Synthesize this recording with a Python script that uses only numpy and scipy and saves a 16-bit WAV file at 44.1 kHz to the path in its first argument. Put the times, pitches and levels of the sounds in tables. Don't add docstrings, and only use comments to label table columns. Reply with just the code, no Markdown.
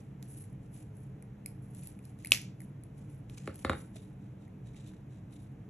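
import sys
import numpy as np
from scipy import signal
from scipy.fft import rfft, irfft, next_fast_len
from scipy.io import wavfile
from scipy.ndimage import uniform_filter1d

SR = 44100
rng = np.random.default_rng(int(sys.argv[2]) if len(sys.argv) > 2 else 0)


def unload_wav(signal):
    wavfile.write(
        sys.argv[1],
        SR,
        np.round(np.clip(np.atleast_2d(signal).T, -1, 1) * 32767).astype(np.int16),
    )


N = 251059
SIZE = next_fast_len(N + SR)
HZ = np.arange(SIZE // 2 + 1) * SR / SIZE
T = np.arange(N) / SR

# start t/s, length/s, petal hiss level/dB, scrape level/dB
STROKES = [(0.0, 0.0076, -71, -69), (0.231, 0.078, -68.5, -70.5), (0.299, 0.038, -56.5, -71),
           (0.375, 0.043, -56.5, -65), (0.627, 0.034, -75, -79), (0.742, 0.061, -62, -68.5),
           (0.96, 0.076, -69, -78.5), (1.475, 0.022, -66, -79), (1.626, .12, -72, -81),
           (1.762, .13, -59.5, -63.5), (2.041, 0.05, -67.5, -70.5), (2.207, 0.14, -69, -68.5),
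           (2.608, 0.025, -65.5, -75), (2.973, 0.037, -72.5, -69.5), (3.1, 0.055, -69.5, -74),
           (3.313, 0.037, -73, -65.5), (3.383, 0.072, -79.5, -64), (3.543, 0.06, -65.5, -67.5),
           (3.593, 0.024, -60, -63.5), (3.758, 0.073, -60.5, -66), (3.958, 0.0051, -65, -63),
           (4.026, 0.005, -64, -69.5), (4.22, 0.05, -88, -77), (4.409, 0.018, -86.5, -76),
           (4.66, 0.025, -78.5, -71), (4.76, 0.043, -83, -65), (4.873, 0.02, -72, -64.5),
           (5.12, 0.033, -84.5, -71), (5.325, 0.029, -70.5, -65.5), (5.391, 0.058, -72.5, -73.5)]


def undb(db):
    return 10 ** (np.asarray(db) / 20)


def over_hz(table):
    hz, value = np.transpose(table)
    return np.interp(np.log(HZ + 1), np.log(hz), value)


def shape(x, gain):
    return irfft(rfft(x, SIZE) * gain, SIZE)[..., :N]


def unit(x):
    return x / np.sqrt(np.mean(x ** 2))


def colour(table):
    return unit(undb(over_hz(table)))


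def burst(since, rise_s, t60):
    return np.clip(since / rise_s, 0, 1) * undb(-60 * np.maximum(since, 0) / t60)


def ring(modes, since):
    t = np.maximum(since, 0)
    return sum(undb(db - 60 * t / t60) * np.sin(2 * np.pi * hz * t) for hz, db, t60 in modes)


def grains(rate, spread_db, smear_s):
    catch = (rng.random(N) < rate / SR) * undb(spread_db * rng.exponential(size=N))
    puff = signal.lfilter([1], [1, -np.exp(-1 / (smear_s * SR))], catch)
    return unit(puff + 0.54 * puff.mean()) * rng.standard_normal((2, N))


def diffuse(a, b):
    # f/Hz, likeness (0-1)
    alike = [(100, 1), (250, 0.99), (600, 0.4), (1100, 0), (1800, 1), (3000, 0.4), (5300, 0.5),
             (6000, 0.98), (7000, 0.5), (9000, 1), (12000, 1)]
    likeness = np.clip(over_hz(alike), 0, 1)
    common = shape(a, np.sqrt((1 + likeness) / 2))
    opposed = shape(b, np.sqrt((1 - likeness) / 2))
    return common + opposed * np.array([[1], [-1]])


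def air():
    # f/Hz, level/dB per Hz
    air_spectrum = [(25, -94.5), (50, -76), (80, -77.5), (110, -67.5), (138, -64), (163, -75.5), (190, -69),
                    (250, -82), (305, -76.5), (370, -90.5), (430, -84), (520, -91.5), (800, -95.5),
                    (1200, -103), (2500, -108), (4700, -123), (7000, -120), (11300, -120), (12600, -128),
                    (13400, -145)]
    noise = diffuse(*rng.standard_normal((2, N)))
    return shape(noise, undb(over_hz(air_spectrum)) * np.sqrt(SR / 2))


def strokes(level_db):
    rise_db_s, fall_db_s = 603, 203.5
    power = np.zeros(N)
    for (start_s, length_s, _, _), db in zip(STROKES, level_db):
        before_db = np.maximum(rise_db_s * (start_s - T), 0)
        after_db = np.maximum(fall_db_s * (T - start_s - length_s), 0)
        power += undb(db - before_db - after_db) ** 2
    return np.sqrt(power)


def handling():
    # f/Hz, level/dB
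    petal_spectrum = [(3000, -30), (6000, -18), (8000, -8.5), (9300, 2.5), (10800, 4), (11800, -12.5),
                      (12600, -18), (13300, -46.5)]
    # f/Hz, level/dB
    scrape_spectrum = [(1000, -20), (2500, -2), (4600, -9.5), (6000, -6), (7500, -1.5), (9500, -2.5),
                       (11800, -20.5), (13300, -35)]
    card_s, card_hz, card_width_hz, card_db = 3.94, 3800, 400, 6.5
    _, _, petal_db, scrape_db = np.transpose(STROKES)
    petals = shape(diffuse(*grains(350, 3.4, 0.0045)), colour(petal_spectrum))
    scrape = shape(diffuse(*grains(300, 2.8, 0.004)), colour(scrape_spectrum))
    card = shape(scrape, undb(card_db) / (1 + (2 * (HZ - card_hz) / card_width_hz) ** 2))
    scrape = scrape + (T > card_s) * card
    return petals * strokes(petal_db) + scrape * strokes(scrape_db)


def ticks():
    # t/s, knock level/dB, knock f/Hz, crackle level/dB
    pitched = [(1.224, -57.5, 2210, -44), (1.46, -41, 2310, -26.5), (1.8348, -58, 2430, -38.5),
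               (1.99, -56, 2410, -50), (2.2475, -36.5, 2120, -30.5), (2.258, -41, 2560, -37),
               (2.604, -50.5, 2130, -39.5), (2.617, -54, 1980, -42.5), (3.958, -50, 630, -46),
               (4.479, -60, 2000, -61), (4.745, -57, 2254, -60), (4.8736, -55, 3800, -51)]
    # t/s, click level/dB, lower edge f/Hz, crackle level/dB
    dry_clicks = [(0.2264, -42, 2600, -43), (0.441, -54, 1500, -50), (1.748, -54, 1500, -40),
                  (1.8716, -59, 1800, -31), (2.0527, -53.5, 2300, -43), (2.189, -56.5, 2300, -53),
                  (2.224, -53.5, 2300, -54), (2.271, -40.5, 2100, -30.5), (2.3077, -44, 2097, -32),
                  (2.416, -60, 2000, -35), (2.836, -61, 1400, -41.5), (3.2969, -44, 1300, -46),
                  (3.3754, -41.5, 940, -42.5), (3.543, -52, 2100, -44), (3.557, -56, 1700, -38),
                  (4.936, -53, 600, -62)]
    # f/Hz, level/dB
    crackle_spectrum = [(2500, -21.5), (4200, -3.5), (6000, -7.5), (8000, 5.5), (9500, 17), (11200, 12),
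                        (12500, -7.5), (15000, -31), (16500, -40)]
    swell_cycles = 1.7
    reach = 2.6
    click_t60_s, crackle_t60_s = .008, .011
    knock, crackle = np.zeros(N), np.zeros(N)
    t = T[:1024]
    f = np.arange(len(t) // 2 + 1) * SR / len(t)
    events = pitched + dry_clicks
    noise = rng.standard_normal((len(events), 2, len(t)))
    for k, ((s, knock_db, hz, crackle_db), (crackle_noise, click_noise)) in enumerate(zip(events, noise)):
        i = int(s * SR)
        band = 1 / np.sqrt((1 + (hz / (f + 1)) ** 6) * (1 + (f / hz / reach) ** 4))
        hit = unit(irfft(rfft(click_noise) * band)) * burst(t, 0.0006, click_t60_s)
        if k < len(pitched):
            swell = np.exp(-.5 * (t * hz / swell_cycles - 1.6) ** 2)
            hit = swell * np.sin(2 * np.pi * hz * t) + undb(-7) * hit
        knock[i:i + len(t)] += undb(knock_db) * hit
        crackle[i:i + len(t)] += undb(crackle_db) * burst(t, 0.00089, crackle_t60_s) * crackle_noise
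    return knock + shape(crackle, colour(crackle_spectrum))


def snip():
    # f/Hz, level/dB
    slam_spectrum = [(3000, -36), (4400, -4), (5200, 3), (7000, 0), (8200, -3), (9200, -2), (11200, -2),
                     (11900, -17), (15500, -42)]
    # f/Hz, level/dB, t60/s
    thump_modes = [(447.6, -23, 0.0058), (680, -26, 0.0088), (1100, -26, 0.0095)]
    # f/Hz, level/dB
    snap_spectrum = [(300, -11.5), (1500, -16), (2200, 0), (3500, -5.5), (8000, -5), (11000, -5)]
    # delay t/s, level/dB
    ring_echoes = [(.0103, -19), (.0130, -20)]
    snip_s, snap_db = 2.31945, 5
    whip_db, whip_hz, whip_drop_hz, whip_t60_s = 2.5, 2480, 1300, .0062
    slam_db, slam_s = -9.5, .0013
    mat_echo_s, mat_echo_db = .0014, -5.5
    t = np.maximum(T - snip_s, 0)
    turns = whip_hz * t + whip_drop_hz * 0.00044 * (1 - np.exp(-t / 0.00043))
    whip = undb(whip_db) * burst(t, .0005, whip_t60_s) * np.sin(2 * np.pi * turns)

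    grind = shape(rng.standard_normal(N), colour(slam_spectrum))
    swell = np.clip(t / slam_s, 0, 1) ** 2 * undb(-60 * np.maximum(t - slam_s, 0) / 0.0014)
    linger = undb(-18.5) * burst(t, slam_s, 0.026)
    slam = undb(slam_db) * grind * (swell + linger)

    echo = np.roll(slam + 0.14 * whip, int(mat_echo_s * SR)) * undb(mat_echo_db)
    for delay_s, db in ring_echoes:
        echo = echo + undb(db) * np.roll(whip, int(delay_s * SR))
    thump = ring(thump_modes, t - .0015) * undb([[0], [-9.0]])
    click = shape(np.arange(N) == int(snip_s * SR), undb(snap_db + over_hz(snap_spectrum)))
    return whip + slam + echo + thump, click


def knocks():
    # t/s, blow level/dB, steel level/dB, travel in the board/(s x root Hz),
    # contact/ms, favoured pitch of this spot f/Hz
    blows = [(3.4742, -30, -42, .085, 0.16, 480), (3.6475, -22, -34.5, 0.059, 0.39, 2080),
             (3.6958, -22.5, -35.5, 0.045, 0.1, 1446), (3.6985, -28, -56, 0.03, 0.18, 550),
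             (3.731, -30.5, -46, 0.055, 0.42, 1785)]
    # f/Hz, level/dB, t60/s
    board_modes = [(88.45, -12.5, 0.24), (332, -7.5, 0.04), (416, -8, 0.035), (530, -8.5, 0.04),
                   (612, -19.5, 0.068), (824, -8, 0.024), (1142, -6, 0.013), (1341.3, -1.5, 0.010),
                   (1730, -11, 0.012), (2096.4, -7.5, 0.011)]
    # f/Hz, level/dB
    steel_spectrum = [(2500, -6), (3500, -9.5), (4300, -2.5), (6000, -22), (7600, -11), (10300, -4),
                      (11800, -30), (13000, -54)]
    favour_db, favour_oct = 7.5, 0.222
    joint_hz, joint_width_hz, joint_db = 3750, 220, 25
    board, steel, joint = 0, 0, 0
    share = rng.normal(0, 1.5, (len(blows), len(board_modes)))
    for (s, blow_db, steel_db, travel, contact_ms, favour_hz), own_db in zip(blows, share):
        excited = []
        for (hz, db, t60), spot_db in zip(board_modes, own_db):
            lift_db = favour_db * np.exp(-.5 * (np.log2(hz / favour_hz) / favour_oct) ** 2)
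            excited.append((hz, db + spot_db + blow_db + lift_db, t60))
        modes = ring(excited, T)
        chatter = shape(grains(300, 3.0, 0.001)[0], HZ / (HZ + 150) / (1 + (HZ / 700) ** 3))
        push = (np.arange(N) == int(s * SR)) + undb(-25.0) * burst(T - s, 0.0047, 0.116) * chatter
        soft = 1 / (1 + (HZ * contact_ms / 1000) ** 4)
        travelled = np.exp(-4j * np.pi * travel * np.sqrt(HZ))
        board = board + shape(modes, rfft(push, SIZE) * soft * travelled)
        rattle = burst(T - s, 0.00022, 0.018) + undb(-16.0) * burst(T - s, 0.003, 0.08)
        steel = steel + undb(steel_db) * rattle
        joint = joint + undb(2 * steel_db + joint_db) * burst(T - s, 0.0039, 0.095)
    board = signal.sosfilt(signal.butter(4, 66, "high", fs=SR, output="sos"), board)
    resonance = 1 / (1 + (2 * (HZ - joint_hz) / joint_width_hz) ** 2)
    song = unit(shape(grains(150, 3.0, 0.002)[0], resonance))
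    return board + steel * shape(rng.standard_normal(N), colour(steel_spectrum)) + joint * song


def room(x):
    # f/Hz, t60/s
    room_t60 = [(100, 0.43), (1000, 0.25), (4000, 0.32), (12000, 0.2)]
    # f/Hz, level/dB
    soft_return = [(200, -0.5), (11500, 0), (12800, -15), (13600, -40)]
    wall_s = 0.008
    lump_db, lump_s, mixed_s = 3.2, 0.0018, 0.1
    t = T[:SR // 2]
    log_hz, t60_s = np.transpose([(np.log(f), s) for f, s in room_t60])
    tail = 0
    for hz in 88 * 2 ** np.arange(8):
        band = np.exp(-.5 * (np.log2((HZ + 1) / hz) / .5) ** 2)
        noise = shape(rng.standard_normal((2, len(t))), band)[:, :len(t)]
        tail = tail + noise * undb(-60 * t / np.interp(np.log(hz), log_hz, t60_s))
    k = int(lump_s * SR)
    lumps = unit(uniform_filter1d(uniform_filter1d(rng.standard_normal(len(t)), k), k))
    tail = tail * undb(lump_db * lumps * np.exp(-t / mixed_s))
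    tail = tail * np.clip(t / wall_s, 0, 1) ** 4
    tail = tail / np.sqrt(np.sum(tail ** 2) / 2)
    return diffuse(*shape(x, undb(over_hz(soft_return)) * rfft(tail, SIZE)))


def scene():
    tick, (cut, click), knock = ticks(), snip(), knocks()
    wet = room(undb(-13.0) * tick + click + undb(-9) * knock)
    return air() + handling() + tick + cut + knock + wet


def record(dry):
    # f/Hz, lead/radians
    port_lead = [(0, 0), (1500, 0.0), (2500, .7), (4000, .9), (4800, 3.0), (5300, 5.0), (5900, 6.2),
                 (8500, 9.2), (9300, 9.6), (11500, 11.6), (12000, 12.5), (13500, 12.9), (16000, 15.0)]
    top_hz = 16200
    hz, lead = np.transpose(port_lead)
    turn = np.exp(.5j * np.interp(HZ, hz, lead) * np.array([[1], [-1]]))
    ports = shape(dry, turn) * undb([[-.25], [.25]])
    return signal.sosfilt(signal.ellip(8, .2, 70, top_hz, fs=SR, output="sos"), ports)


dry = scene()
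out = record(dry)
unload_wav(out)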